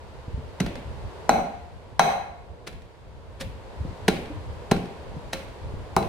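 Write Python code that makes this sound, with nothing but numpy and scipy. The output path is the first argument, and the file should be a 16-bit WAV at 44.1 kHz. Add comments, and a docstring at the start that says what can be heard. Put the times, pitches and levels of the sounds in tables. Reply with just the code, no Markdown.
"""Pounding chilli paste, small stereo

Bare room, mat-covered wooden bench: a metal pestle pounds paste in a hand-steadied cast metal mortar.
Each blow squelches (crowded noise bursts) and thuds (struck modes behind a cushioning low-pass);
where the paste is thin, the contact is hard and the metal rings (longer modes and a bright scrape).
Paste smacks and plops, and coloured noise makes the air's rush and the rumble of a bench that also bumps.
The room answers with a diffuse tail; the recorder's limiter ducks the loudest blows.
"""
import sys
import numpy as np
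from scipy import signal
from scipy.fft import rfft, irfft, next_fast_len
from scipy.io import wavfile
from scipy.ndimage import uniform_filter1d, minimum_filter1d, map_coordinates

SR = 44100
rng = np.random.default_rng(int(sys.argv[2]) if len(sys.argv) > 2 else 0)


def bounce(signal):
    """Save signal as a 16-bit WAV file at the path given by the first command-line argument."""
    frames = np.transpose(np.atleast_2d(signal))
    limited = np.clip(frames, -1, 1)
    pcm = np.round(limited * 32767).astype(np.int16)
    wavfile.write(sys.argv[1], SR, pcm)


N = 268339  # samples


def amp(db):
    """Decibels as an amplitude factor."""
    return 10 ** (np.asarray(db) / 20)


def unit(x):
    """Scale to an RMS of one."""
    return x / np.sqrt(np.mean(x ** 2) + 1e-20)


def along(points, hz):
    """Interpolate (f/Hz, value) points on a log frequency axis."""
    f, value = np.transpose(points)
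    return np.interp(np.log(hz + 1), np.log(f + 1), value)


def curve(rows):
    """Interpolate (t/s, value) rows to one value per sample."""
    return np.interp(np.arange(N) / SR, *np.transpose(rows))


def wobble(rate):
    """A smooth random curve with rate knots a second."""
    knots = rng.standard_normal(int(N * rate / SR) + 4)
    return map_coordinates(knots, [np.arange(N) * rate / SR])


def filtered(x, response):
    """Multiply the spectrum of x by a response of frequency."""
    n = x.shape[-1]
    padded = next_fast_len(n + 8192)
    spectrum = rfft(x, padded) * response(np.fft.rfftfreq(padded, 1 / SR))
    return irfft(spectrum, padded)[..., :n]


def stereo(pair, spectrum, alike):
    """Two unrelated signals become a coloured, partly alike left and right."""
    def mid_side_gains(hz):
        turn = np.arccos(np.clip(along(alike, hz), -1, 1)) / 2
        return amp(along(spectrum, hz)) * np.array([np.cos(turn), np.sin(turn)])

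    mid, side = filtered(pair, mid_side_gains)
    return np.array([mid + side, mid - side])


def add(track, s, sound):
    """Mix a sound in at s seconds."""
    start = round(s * SR)
    track[:, start:start + sound.shape[-1]] += sound[..., :N - start]


def ring(modes, scatter_db, spread, chatter=0):
    """One second of decaying struck modes of alternating sign; chatter blurs each pitch by that share.

    The spread scatters the phase between left and right, in radians at 1 kHz.
    """
    t = np.arange(SR) / SR
    out = np.zeros((2, SR))
    for k, (hz, db, t60) in enumerate(modes):
        size, side = rng.standard_normal(2)
        lead = spread * side * np.sqrt(hz / 1000) * np.array([[1], [-1]])
        drift = np.cumsum(rng.standard_normal(SR)) * np.sqrt(2 * np.pi * chatter * hz / SR)
        decay = amp(db + scatter_db * size - 60 * t / t60)
        out += (-1) ** k * decay * np.sin(2 * np.pi * hz * t + drift + lead)
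    return out


# Level of the background, moving rush and rumble together: t/s, level/dB
BACKGROUND = [(0, -46.5), (1.25, -42.5), (1.7, -48.5), (2.55, -51.5), (3.15, -51), (3.9, -43), (6.08, -44)]
# Colour of the rush in the air: f/Hz, level/dB
AIR = [(88, -29), (150, -8.5), (286, -8.5), (457, -1), (702, -7), (774, -9.5), (923, -5), (1260, -15.5),
       (1390, -15), (2550, -21), (4580, -25.5), (5570, -31.5), (8560, -35), (11300, -41), (16000, -53)]


def air():
    """A soft background rush whose low part swells and sinks a little."""
    alike = [(200, 0.31), (600, 0.72), (2000, 0.032), (8000, 0.036)]  # f/Hz, left-right likeness
    rush = unit(stereo(rng.standard_normal((2, N)), AIR, alike))
    low = filtered(rush, lambda hz: 1 / (1 + (hz / 700) ** 4))
    restless = low * amp(0.57 * wobble(18) + 1.3 * wobble(5.1))
    return amp(curve(BACKGROUND)) * (restless + rush - low)


SWELL_S = 0.062  # time for a swell to fall to 1/e on either side
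SWELL_GROWS = 0.35  # dB of swell height per dB by which the thud outweighs the ring
DULL_DB = 32  # that outweighing in an ordinary blow


def swells(offset):
    """A smooth swell offset seconds from every blow, higher where the blow is deep and dull."""
    t = np.arange(N) / SR
    out = np.zeros(N)
    for s, thud_db, _, _, metal_db, *_ in BLOWS:
        height = amp(SWELL_GROWS * (thud_db - metal_db - DULL_DB))
        out += height * np.exp(-((t - s - offset) / SWELL_S) ** 2)
    return out


# The bench rumbles most as the arm tops its lift and again just after the blow.
RUMBLE_DB = 3.5  # over the mean background level, before the swells
RUMBLE_FOLLOWS = 0.88  # share of the background's level change that the rumble takes
LIFT_DB, LIFT_LEAD_S = 5.5, 0.26
ROCK_DB, ROCK_LAG_S = 6, 0.066
# Colour of the bench rumble: f/Hz, level/dB
RUMBLE = [(12, -33), (22, -12), (50, -1), (76, 4), (107, -1.5), (170, -10.5), (290, -21), (450, -28),
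          (800, -86)]
# The clearest bumps and creaks of the bench: t/s, relative level/dB, pitch f/Hz, t60/s
BUMPS = [(0.278, -22, 84, 0.041), (0.339, -20, 74.5, 0.054), (0.374, -26.5, 77, 0.14),
         (1.924, -31, 86, 0.052), (3.849, -22.5, 161.4, 0.047), (4.3, -32.5, 303.4, 0.14),
         (5.164, -26, 163, 0.042), (5.736, -17.5, 80.5, 0.029)]
# The boards under a bump: multiple of its pitch, level/dB
BOARDS = [(1, 1), (1.85, -7.5), (3.1, -10.5)]


def bench():
    """The bench rumbles as the cook's weight shifts with every lift and blow, and now and then it bumps."""
    background_db = curve(BACKGROUND)
    mean_db = background_db.mean()
    rest_db = RUMBLE_DB + mean_db + RUMBLE_FOLLOWS * (background_db - mean_db)
    stroke_db = LIFT_DB * swells(-LIFT_LEAD_S) + ROCK_DB * swells(ROCK_LAG_S)
    alike = [(40, 0.58), (90, 0.19), (200, 0.12)]  # f/Hz, left-right likeness
    rumble = stereo(rng.standard_normal((2, N)), RUMBLE, alike)
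    unsteady = unit(rumble * amp(3 * wobble(22) + 2.4 * wobble(11)))
    out = amp(rest_db + stroke_db) * unsteady
    soft = 1 - np.exp(-np.arange(SR) / SR / 0.0035)  # the mat cushions each bump
    for s, db, hz, t60 in BUMPS:
        modes = [(hz * multiple, db + 3 + level, t60) for multiple, level in BOARDS]
        boards = ring(modes, scatter_db=1.5, spread=0.77)
        add(out, s, in_room(soft * boards, wet_db=-4.5))
    return out


# Reverberation time of the bare room: f/Hz, t60/s
ROOM_T60 = [(100, 0.5), (700, 0.62), (2000, 0.69), (5000, 0.5), (13000, 0.44)]
# Colour of the room's answer: f/Hz, level/dB
ROOM_COLOUR = [(60, 3), (130, -3.5), (180, -1.5), (250, -0.5), (320, -3.5), (480, -3), (680, -5),
               (1100, -13.5), (1700, -12.5), (2600, -5), (4000, -10), (6000, -11.5), (14000, -7)]
# Left-right likeness of the room's answer: f/Hz, likeness
ROOM_ALIKE = [(150, 0.95), (400, 0.92), (800, 0), (4000, 0)]


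def room_tail():
    """One second of diffuse reverberation, of energy 1 before its colour; the upper middle lasts longest."""
    hz, t, z = signal.stft(rng.standard_normal((2, SR)), SR, nperseg=256)
    decay = amp(-60 * t / along(ROOM_T60, hz)[:, None])
    tail = signal.istft(z * decay, SR, nperseg=256)[1][:, :SR]
    tail *= 1 - np.exp(-(np.arange(SR) / SR / 0.001) ** 2)  # the walls take a moment to answer
    return stereo(tail / np.linalg.norm(tail[0]), ROOM_COLOUR, ROOM_ALIKE)


def in_room(sound, wet_db):
    """A sound and the room's answer to it."""
    answer = signal.fftconvolve(sound, room_tail(), axes=1)[:, :sound.shape[1]]
    return sound + amp(wet_db) * answer


SQUELCH_LEAD_S = 0.04  # a squelch peaks this long after its own start
# Colour of the wet paste: f/Hz, level/dB
PASTE = [(200, -1), (700, 2.5), (1150, -5.5), (1550, 1.5), (1850, 1.5), (2200, 0), (2900, -3.5),
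         (4100, -3.5), (5300, -7.5), (7300, -13.5), (9200, -12.5), (13000, -21.5), (16000, -27)]
# Left-right likeness of the paste and the scrape: f/Hz, likeness
PASTE_ALIKE = [(1000, 0.65), (4000, 0.79), (8000, 0.36), (14000, 0.17)]


def squelch(rise, fall, grain_db, tilt_db, wet_db):
    """Tiny wet bursts swell to a peak, then die away; the room blends them into an even wash."""
    t = np.arange(SR) / SR - SQUELCH_LEAD_S
    bursts = rng.standard_normal((2, SR)) * amp(grain_db * rng.standard_normal(SR))
    swell = np.exp(-np.where(t < 0, (t / rise) ** 2, t / fall))
    colour = [(hz, db + tilt_db * np.log2(hz)) for hz, db in PASTE]
    direct = unit(stereo(bursts, colour, PASTE_ALIKE) * swell) / np.sqrt(SR)

    def delayed_colour(hz):
        return unit(amp(along(colour, hz))) * np.exp(-2j * np.pi * hz * SQUELCH_LEAD_S)

    wash = filtered(room_tail(), delayed_colour)
    return np.linalg.norm(swell) * (direct + amp(wet_db) * wash)


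def radiated(thud, low_hz, delay, echo_db):
    """A small bowl radiates little deep bass; the floor throws back a close echo."""
    high_pass = signal.butter(2, low_hz, "high", fs=SR, output="sos")
    direct = signal.sosfilt(high_pass, thud)
    return filtered(direct, lambda hz: 1 + amp(echo_db) * np.exp(-2j * np.pi * hz * delay))


# The mortar shoved into the bench: f/Hz, level/dB, t60/s
THUD = [(182, -15, 0.026), (319, -22.5, 0.058), (425, -16, 0.019), (580, -34, 0.013)]
# The hand-damped bowl, a short clank and a few lingering modes: f/Hz, level/dB, t60/s
BOWL = [(758.6, -3.5, 0.021), (1033, 0, 0.0068), (1243, -9.5, 0.016), (1528, -6.5, 0.01),
        (2270, -18.5, 0.0084), (3230, -11.5, 0.013), (561.6, -38.5, 0.46), (656, -34, 0.21),
        (710, -34.5, 0.71), (797, -35, 0.6)]


def mortar(thud_db, clank_db, hard_hz):
    """The bench thud and bowl clank sound up to the pitch that the paste's cushion lets through."""
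    thud = amp(thud_db) * ring(THUD, scatter_db=2.5, spread=0.2)
    clank = amp(clank_db) * ring(BOWL, scatter_db=3, spread=0.28, chatter=0.0036)
    cushion = signal.butter(4, min(hard_hz, SR / 4), fs=SR, output="sos")
    cushioned = signal.sosfilt(cushion, thud - clank)
    return radiated(cushioned, low_hz=111, delay=0.004866, echo_db=-10.5)


SCRAPE_DB, SCRAPE_T60_S = -6, 0.017  # metal grating on metal, relative to the bare-metal ring


def scrape():
    """A brief bright noise spray as the pestle skids on the bare bowl."""
    colour = [(1000, 0.5), (2500, -8), (3700, -5), (4800, -8.5),
              (6000, -12), (7500, -11), (11000, -15), (15000, -24)]  # f/Hz, level/dB
    spray = stereo(rng.standard_normal((2, SR)), colour, PASTE_ALIKE)
    return amp(SCRAPE_DB - 60 * np.arange(SR) / SR / SCRAPE_T60_S) * unit(spray)


# Ring of the bare metal: f/Hz, level/dB, t60/s
METAL = [(1103, -22.5, 0.48), (1375, -12.5, 0.16), (1577, -19, 0.22), (1790, -24, 0.075),
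         (2195, -14.5, 0.12), (2564, -18.5, 0.16), (4024, -11.5, 0.14), (4017, -16, 0.091),
         (5970, -5, 0.022), (5950, -6, 0.019), (8270, -16.5, 0.03), (9180, -20, 0.031), (11000, -26, 0.016),
         (11700, -19, 0.025)]


def bare_metal(metal_db):
    """Hard contact sets the metal's modes ringing, blurred by rubbing, with a scrape on top."""
    modes = ring(METAL, scatter_db=0.5, spread=0.32, chatter=0.02)
    return amp(metal_db) * (modes + scrape())


def crackle(rate, fade, size_db):
    """Seeds and skins go on cracking under the pestle's weight, rate a second, ever fainter."""
    t = np.arange(SR) / SR
    struck = rng.random(SR) < rate / SR
    cracks = struck * amp(size_db * rng.standard_normal(SR)) * rng.standard_normal((2, SR))
    return unit(stereo(cracks, PASTE, PASTE_ALIKE)) * np.exp(-t / fade)


REBOUND_S, REBOUND_DB = 0.011, -9  # the pestle settles into the paste a second time
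# Blows, with relative levels: t/s, thud level/dB, clank level/dB, contact hardness f/Hz,
# metal ring level/dB, squelch level/dB, squeeze time t/s, squelch tilt/(dB/octave), room level/dB
BLOWS = [(0.605, 6.5, 15, 294, -24.5, -26, 0.0018, 0, -1),
         (1.2932, 4, 7, 2070, -12.5, -22, 0.00062, -3.5, 3.5),
         (1.995, 1, 8, 2470, -7, -20.5, 0.00081, -1.5, 6), (2.678, -21, -31, 298, -37, -36.5, .0046, 0, 0),
         (3.417, -19.5, -23, 305, -58, -35.5, 0.0072, 0.5, 3.5),
         (4.084, 10, -5.5, 990, -21, -15, 0.0016, -0.5, -2.5),
         (4.7165, 10.5, -4.5, 1100, -19.5, -21.5, 0.00202, -0.5, -3),
         (5.336, -13, -27, 347, -26.5, -27, 0.0033, 0.5, 3),
         (5.9660, 3.5, 2.5, 1080, -22.5, -22, 0.00063, 4.2, 3.5)]


def pestle():
    """Each blow squeezes the paste, then drives the mortar, rings the metal and cracks the seeds."""
    out = np.zeros((2, N))
    for s, thud_db, clank_db, hard_hz, metal_db, squelch_db, squeeze, tilt_db, room_db in BLOWS:
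        # the paste gives way just before the pestle bottoms out
        paste = squelch(1.27 * squeeze, 1.49 * squeeze, grain_db=7.5, tilt_db=tilt_db, wet_db=1)
        add(out, s - SQUELCH_LEAD_S - 0.54 * squeeze, amp(squelch_db + 3.5) * paste)
        struck = mortar(thud_db, clank_db, hard_hz) + bare_metal(metal_db)
        add(out, s, in_room(struck, room_db))
        seeds = crackle(rate=400, fade=0.04, size_db=3)
        add(out, s, in_room(amp(squelch_db - 26) * seeds, wet_db=-2))
        settle = squelch(0.0012, 0.008, grain_db=1, tilt_db=-5, wet_db=-5)
        add(out, s + REBOUND_S - SQUELCH_LEAD_S, amp(squelch_db + REBOUND_DB) * settle)
    return out


PULL_S, PULL_DB = 0.092, -5  # a weaker smack follows each one as the pestle pulls free
# Sticky smacks as the pestle twists in the paste after a blow: t/s, relative level/dB
SMACKS = [(0.6633, -12), (2.7286, -27.5), (4.166, -19), (4.7649, -18), (5.3933, -28.5), (6.0267, -14.5)]


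def smacks():
    """The sticky paste lets go of the pestle in two steps, each a short squelch."""
    out = np.zeros((2, N))
    for s, db in SMACKS:
        for delay, step_db in [(0, 0), (PULL_S, PULL_DB)]:
            smack = squelch(0.00067, 0.0034, grain_db=1.5, tilt_db=-2.5, wet_db=8)
            add(out, s + delay - SQUELCH_LEAD_S, amp(db + step_db - 14) * smack)
    return out


# Air pockets as the pestle sinks into deep paste: t/s, level/dB, pitch f/Hz, t60/s
PLOPS = [(3.412, -33, 537, 0.23), (5.335, -34, 532, 0.39)]


def plops():
    """Trapped air plops out, each pocket a single decaying resonance."""
    out = np.zeros((2, N))
    for s, db, hz, t60 in PLOPS:
        add(out, s, ring([(hz, db, t60)], scatter_db=0.5, spread=0.18, chatter=0.003))
    return out


def scene():
    """Everything that reaches the microphones."""
    return air() + bench() + pestle() + smacks() + plops()


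def limiter(x, ceiling, release_db):
    """The gain drops where the level over about 2 ms is too strong and climbs back at release_db a second."""
    level = np.sqrt(np.abs(uniform_filter1d(np.mean(x ** 2, axis=0), size=89)))
    over_db = 20 * np.log10(np.maximum(level / ceiling, 1))
    climb = release_db * np.arange(N) / SR
    gain_db = climb - np.maximum.accumulate(over_db + climb)
    smooth_db = uniform_filter1d(minimum_filter1d(gain_db, size=65), size=65)
    return x * amp(smooth_db)


TOP_HZ = 16000  # the recorder's band limit


def record(dry):
    """The recorder ducks loud blows, rounds their peaks and keeps nothing above its band limit."""
    held = limiter(dry, ceiling=0.54, release_db=51.5)
    rounded = held / (1 + held ** 8) ** (1 / 8)
    return filtered(rounded, lambda hz: hz < TOP_HZ)


dry = scene()
out = record(dry)
bounce(out)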